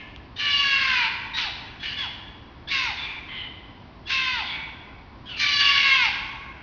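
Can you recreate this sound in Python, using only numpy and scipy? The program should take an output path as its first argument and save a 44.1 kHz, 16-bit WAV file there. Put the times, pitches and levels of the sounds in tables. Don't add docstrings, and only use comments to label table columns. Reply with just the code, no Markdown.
import sys
import numpy as np
from scipy import signal
from scipy.fft import rfft, irfft
from scipy.io import wavfile

SR = 44100
rng = np.random.default_rng(int(sys.argv[2]) if len(sys.argv) > 2 else 0)


def output_pcm(signal):
    pcm = np.clip(np.atleast_2d(signal).T, -1, 1) * 32767
    wavfile.write(sys.argv[1], SR, np.round(pcm).astype(np.int16))


N = 291942
TIME = np.arange(N) / SR

# (frequency [Hz], relative level per Hz [dB])
NIGHT_SPECTRUM = [(21, -16.5), (35, -10), (60, -0.5), (80, -5.5), (115, -5), (165, -12), (193, -10.5),
                  (281, -10), (512, -21), (763, -17.5), (891, -19), (995, -15), (1300, -24), (4700, -34.5),
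                  (5610, -42.5), (7000, -74.5), (9100, -100), (15400, -120)]
NIGHT_DB = -45
# (frequency [Hz], bandwidth [Hz], level at time zero [dB])
LINGERING_TONES = [(1040, 34, -53), (1740, 62, -49), (2130, 29, -49.5), (2580, 1100, -44)]
LINGERING_T60_S = 1.0
# (delay [s], level before dulling [dB], dull above [Hz])
WALL_ECHOES = [(0.012, -15, 6080), (.029, -13, 5880), (.088, -10.5, 4050), (.135, -15, 3520),
               (.2, -22.5, 3000), (.29, -19.5, 2500), (0.562, -11, 700)]
# (frequency [Hz], level [dB], time to fall 60 dB [s])
YARD_SCATTER = [(700, -0.5, 1.5), (1100, -10, 2.73), (2050, -6, 1.51), (2920, -3.5, 1.14),
                (4530, -3.5, 0.81), (7000, -9, 1.3)]
SMEAR_GROWTH = 0.026
# (time [s], starting level [dB], frequency [Hz], bandwidth [Hz])
TWIG_SNAP = (.162, -26.5, 3200, 450)
# (frequency [Hz], relative gain [dB])
THROAT_SHAPE = [(450, -41), (800, -22.5), (1200, 2), (1650, -1.5), (2000, 3.5), (2350, 1.5), (2800, 4),
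                (3200, -2), (3900, -4), (4550, -4), (5200, -13.5), (5900, -19), (6600, -27.5),
                (7200, -44.5)]
# (start [s], end [s], first pitch [Hz],
# last pitch [Hz], level [dB], roughness [0-1], mouth resonance [Hz])
FAR_WHINES = [(2.97, 3.08, 1178, 1156, -33.5, 0.2, 3600), (2.99, 3.2, 1195, 1152, -37.5, .5, 2350),
              (3.28, 3.48, 1049, 969, -36, 0.27, 2715), (4.421, 4.571, 1142, 1119, -35, .45, 3393),
              (4.48, 4.661, 1122, 1132, -35, .3, 2242)]
# (start [s], end [s], first pitch [Hz],
# last pitch [Hz], level [dB], roughness [0-1], mouth resonance [Hz])
NEAR_SQUEAKS = [(.36, .39, 1796, 1990, -42.5, 0.4, 3620), (1.335, 1.41, 1890, 1993, -30, 0.48, 3930),
                (1.796, 1.83, 1687, 1680, -41.5, .3, 3350), (1.965, 2.045, 1720, 1564, -31.5, 0.3, 3330),
                (2.672, 2.708, 1697, 1945, -35, 0.4, 3524), (4.055, 4.1, 1670, 1918, -42, 0.3, 3377),
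                (5.255, 5.32, 1620, 1800, -43.5, .6, 3550), (5.285, 5.39, 1502, 1224, -37, .75, 2670)]
# (start [s], end [s], pitch [Hz],
# final drop [Hz], drop time constant [s], first level [dB], last level [dB], roughness [0-1],
# mouth resonance [Hz], lowest tone re level [dB], treble re level [dB])
NEAR_SCREAMS = [(.38, 1.075, 579.8, 102, .13, -25, -19.5, 0.39, 2720, -13.5, -11),
                (1.362, 1.49, 535.5, 177, 0.071, -23.5, -30, .9, 2930, -11, -7),
                (1.818, 1.95, 590, 9.96, 0.054, -31, -30, 0.63, 3036, -25.5, -10.5),
                (1.965, 2.07, 580, 170, .037, -34.5, -29.5, 0.38, 3250, -8, -10.5),
                (2.698, 2.92, 553.3, 175, .06, -24.5, -27.5, 0.4, 2465, -10, -9),
                (4.087, 4.425, 531, 140, 0.044, -24, -27, 0.4, 2732, -9.5, -8.5),
                (5.385, 6.08, 583, 141, 0.065, -23, -18, 0.53, 2380, -13, -8)]
# (start [s], end [s], mouth resonance [Hz],
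# roughness [0-1], level change [dB], treble change [dB])
HARMONIC_BREAKS = [(0.503, 0.618, 2960, 0.33, 1, 2), (0.636, 0.759, 1685, 0.28, 0.5, 2),
                   (.78, 0.954, 1630, 0.61, -2, 1.5), (4.222, 4.375, 3670, 0.3, -1.5, 0),
                   (5.53, 5.61, 4650, 0.1, -0.5, 5.5), (5.597, 5.714, 2860, 0.6, 2, 0),
                   (5.913, 5.942, 2170, 0.1, 4, -6), (5.966, 6.045, 2580, 0.06, -2.5, -1)]
BREAK_S = 0.012

ATTACK_S, RELEASE_S = 0.017, 0.04
LEAD_IN_S, LEAD_IN_DB = 0.022, -13.5
SAG_HZ_PER_S = 60
SETTLE_S, ONSET_SHARP_HZ, ONSET_ROUGH = 0.06, 10, 0.6
ONSET_TREBLE_DB, ONSET_LOW_DB = 4, -11
CLOSING_DB, CLOSING_ROUGH, CLOSING_LOW_DB = -6, 0.27, 5.5
MOUTH_FOLLOWS = 0.5
CUTOFF_HZ = 7450


def from_db(db):
    return 10 ** (np.asarray(db) / 20)


def at_hz(points, hz, column=1):
    points = np.array(points)
    return np.interp(np.log(np.maximum(hz, 1)), np.log(points[:, 0]), points[:, column])


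def lowpass(x, hz, order=2):
    return signal.sosfilt(signal.butter(order, hz, fs=SR, output="sos"), x)


def wobble(hz, order=2):
    settling = 8000
    x = lowpass(rng.standard_normal(N + settling), hz, order=order)[-N:]
    return x / x.std()


def gate(start, end, attack_s, release_s):
    attack = np.clip((TIME - start) / attack_s, 0, 1)
    release = np.clip((end - TIME) / release_s + 0.5, 0, 1)
    return attack * release


def night():
    spectrum = rfft(rng.standard_normal(N))
    shape = from_db(at_hz(NIGHT_SPECTRUM, np.fft.rfftfreq(N, 1 / SR)))
    x = irfft(spectrum * shape, N)
    return from_db(NIGHT_DB) * x / x.std()


def lingering():
    ring = np.zeros(N)
    for hz, width_hz, db in LINGERING_TONES:
        blurred = np.sqrt(2) * wobble(width_hz / 2) * np.cos(2 * np.pi * hz * TIME)
        ring += from_db(db) * blurred
    return ring * from_db(-60 * TIME / LINGERING_T60_S)


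def yard(x, smear_s, build_s):
    t = TIME[:2 * SR]
    response = np.zeros(2 * SR)
    edges = np.geomspace(400, 8000, 9)
    for low_hz, high_hz in zip(edges, edges[1:]):
        hz = np.sqrt(low_hz * high_hz)
        t60_s = at_hz(YARD_SCATTER, hz, 2)
        decay = from_db(-60 * t / t60_s) * (1 - np.exp(-t / build_s))
        band = signal.butter(2, [low_hz, high_hz], "band", fs=SR, output="sos")
        noise = signal.sosfilt(band, rng.standard_normal(len(t)))
        response += from_db(at_hz(YARD_SCATTER, hz)) * noise * decay / np.linalg.norm(decay)
    for delay, db, dull_hz in WALL_ECHOES:
        blur = np.exp(-np.abs(t - delay) / (smear_s + SMEAR_GROWTH * delay))
        bounce = rng.standard_normal(len(t)) * (t >= delay) * blur
        response += from_db(db) * lowpass(bounce / np.linalg.norm(bounce), dull_hz)
    return signal.fftconvolve(x, response)[:N]


def twig():
    s, db, hz, width_hz = TWIG_SNAP
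    age = np.maximum(TIME - s, 0)
    return from_db(db) * np.exp(-np.pi * width_hz * age) * np.sin(2 * np.pi * hz * age)


def partials(pitch, rough, count, jitter, chaos_hz, spread, rasp_db, mouth_hz):
    unsteady = 1 + jitter * rough * wobble(140) + 0.002965 * wobble(25)
    phase = 2 * np.pi * np.cumsum(pitch * unsteady) / SR
    waves = []
    for k in range(1, count + 1):
        steadied = 1 - 0.2 * np.exp(-((k * pitch - mouth_hz) / 250) ** 2)
        chaos = np.tanh(rough * spread * (1 - np.exp(-k * pitch / 2000))) * steadied
        in_phase = np.sqrt(1 - chaos ** 2) + chaos * wobble(chaos_hz, order=3) / np.sqrt(2)
        across = chaos * wobble(chaos_hz, order=3)
        across = across + from_db(rasp_db) * chaos * wobble(740, order=3)
        waves.append(np.sqrt(2) * in_phase * np.cos(k * phase) + across * np.sin(k * phase))
    return np.array(waves), np.arange(1, count + 1)[:, None] * pitch


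def throat(hz, mouth_hz, width_hz, mouth_db):
    mouth = mouth_db * np.exp(-((hz - mouth_hz) / width_hz) ** 2)
    return from_db(at_hz(THROAT_SHAPE, hz) + mouth)


def unit_power(gains):
    return gains / np.sqrt(np.sum(gains ** 2, axis=0) + 1e-12)


def thin_cries(notes, mouth_db, spread):
    out = np.zeros(N)
    for start, end, first_hz, last_hz, db, rough, mouth_hz in notes:
        progress = np.clip((TIME - start) / (end - start), 0, 1)
        pitch = first_hz + (last_hz - first_hz) * progress ** 2
        waves, hz = partials(pitch, rough, count=4, jitter=0.016, chaos_hz=215, spread=spread,
                             rasp_db=-1, mouth_hz=mouth_hz)
        on = (TIME > start) & (TIME < end)
        gains = unit_power(throat(hz[:, on], mouth_hz, width_hz=950, mouth_db=mouth_db))
        swell = (4 * progress[on] * (1 - progress[on])) ** 0.43
        out[on] += from_db(db) * swell * np.sum(gains * waves[:, on], axis=0)
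    return out


def larynx():
    controls = np.zeros((6, N))
    for k, row in enumerate(NEAR_SCREAMS):
        start, end, hz, drop_hz, drop_s, first_db, last_db, rough, mouth_hz, low_db, treble_db = row
        age = np.clip(TIME - start, 0, end - start + RELEASE_S / 2)
        onset = np.exp(-age / SETTLE_S)
        closing = np.exp((start + age - end) / drop_s)
        pitch = hz + ONSET_SHARP_HZ * onset - SAG_HZ_PER_S * age - drop_hz * closing
        db = first_db + (last_db - first_db) * age / (end - start) + CLOSING_DB * closing
        lead_in = from_db(LEAD_IN_DB) * gate(start - LEAD_IN_S, end, LEAD_IN_S / 2, RELEASE_S)
        full_voice = gate(start, end, ATTACK_S, RELEASE_S)
        scream = [from_db(db) * np.maximum(lead_in, full_voice),
                  pitch,
                  rough + ONSET_ROUGH * onset + CLOSING_ROUGH * closing,
                  mouth_hz * (pitch / hz) ** MOUTH_FOLLOWS,
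                  low_db + ONSET_LOW_DB * onset + CLOSING_LOW_DB * closing,
                  treble_db + ONSET_TREBLE_DB * onset]
        controls = np.where((TIME >= start - LEAD_IN_S) | (k == 0), scream, controls)
    gain, pitch, rough, mouth_hz, low_db, treble_db = controls
    for start, end, break_hz, break_rough, change_db, brighter_db in HARMONIC_BREAKS:
        share = gate(start - BREAK_S / 2, end, BREAK_S, BREAK_S)
        mouth_hz = mouth_hz + share * (break_hz - mouth_hz)
        rough = rough + share * (break_rough - rough)
        gain = gain * from_db(share * change_db)
        treble_db = treble_db + share * brighter_db
    return gain, pitch, np.clip(rough, 0, 1), mouth_hz, low_db, treble_db


def screams():
    gain, pitch, rough, mouth_hz, low_db, treble_db = larynx()
    waves, hz = partials(pitch, rough, count=13, jitter=0.012, chaos_hz=220, spread=2.3,
                         rasp_db=-8, mouth_hz=mouth_hz)
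    uneven = from_db(2.0 * np.array([wobble(9) for _ in hz]))
    gains = throat(hz, mouth_hz, width_hz=220, mouth_db=7.0) * uneven
    upper = np.clip((hz - 2950) / 400, 0, 1)
    low = from_db(low_db)
    treble = from_db(np.minimum(treble_db, -0.5))
    body = np.sqrt(np.maximum(1 - low ** 2 - treble ** 2, 0.05))
    gains = body * unit_power(gains * (1 - upper)) + treble * unit_power(gains * upper)
    gains[1] = 0
    tone, _ = partials(2 * pitch, rough, count=1, jitter=0.0098, chaos_hz=165, spread=0.65,
                       rasp_db=-23.5, mouth_hz=mouth_hz)
    rattle = from_db(1.0 * rough * wobble(110) + 0.74 * wobble(11))
    return gain * rattle * (np.sum(gains * waves, axis=0) + low * tone[0])


def scene():
    near = screams() + thin_cries(NEAR_SQUEAKS, mouth_db=12, spread=1.7)
    far = thin_cries(FAR_WHINES, mouth_db=23.5, spread=5.1)
    echoes = yard(near + from_db(-2.0) * far, smear_s=0.00099, build_s=0.012)
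    foxes = near + from_db(-0.5) * far
    return (foxes + echoes + lingering() + twig() + night())[None]


def record(dry):
    return signal.sosfilt(signal.cheby2(16, 60, CUTOFF_HZ, fs=SR, output="sos"), dry)


dry = scene()
out = record(dry)
output_pcm(out)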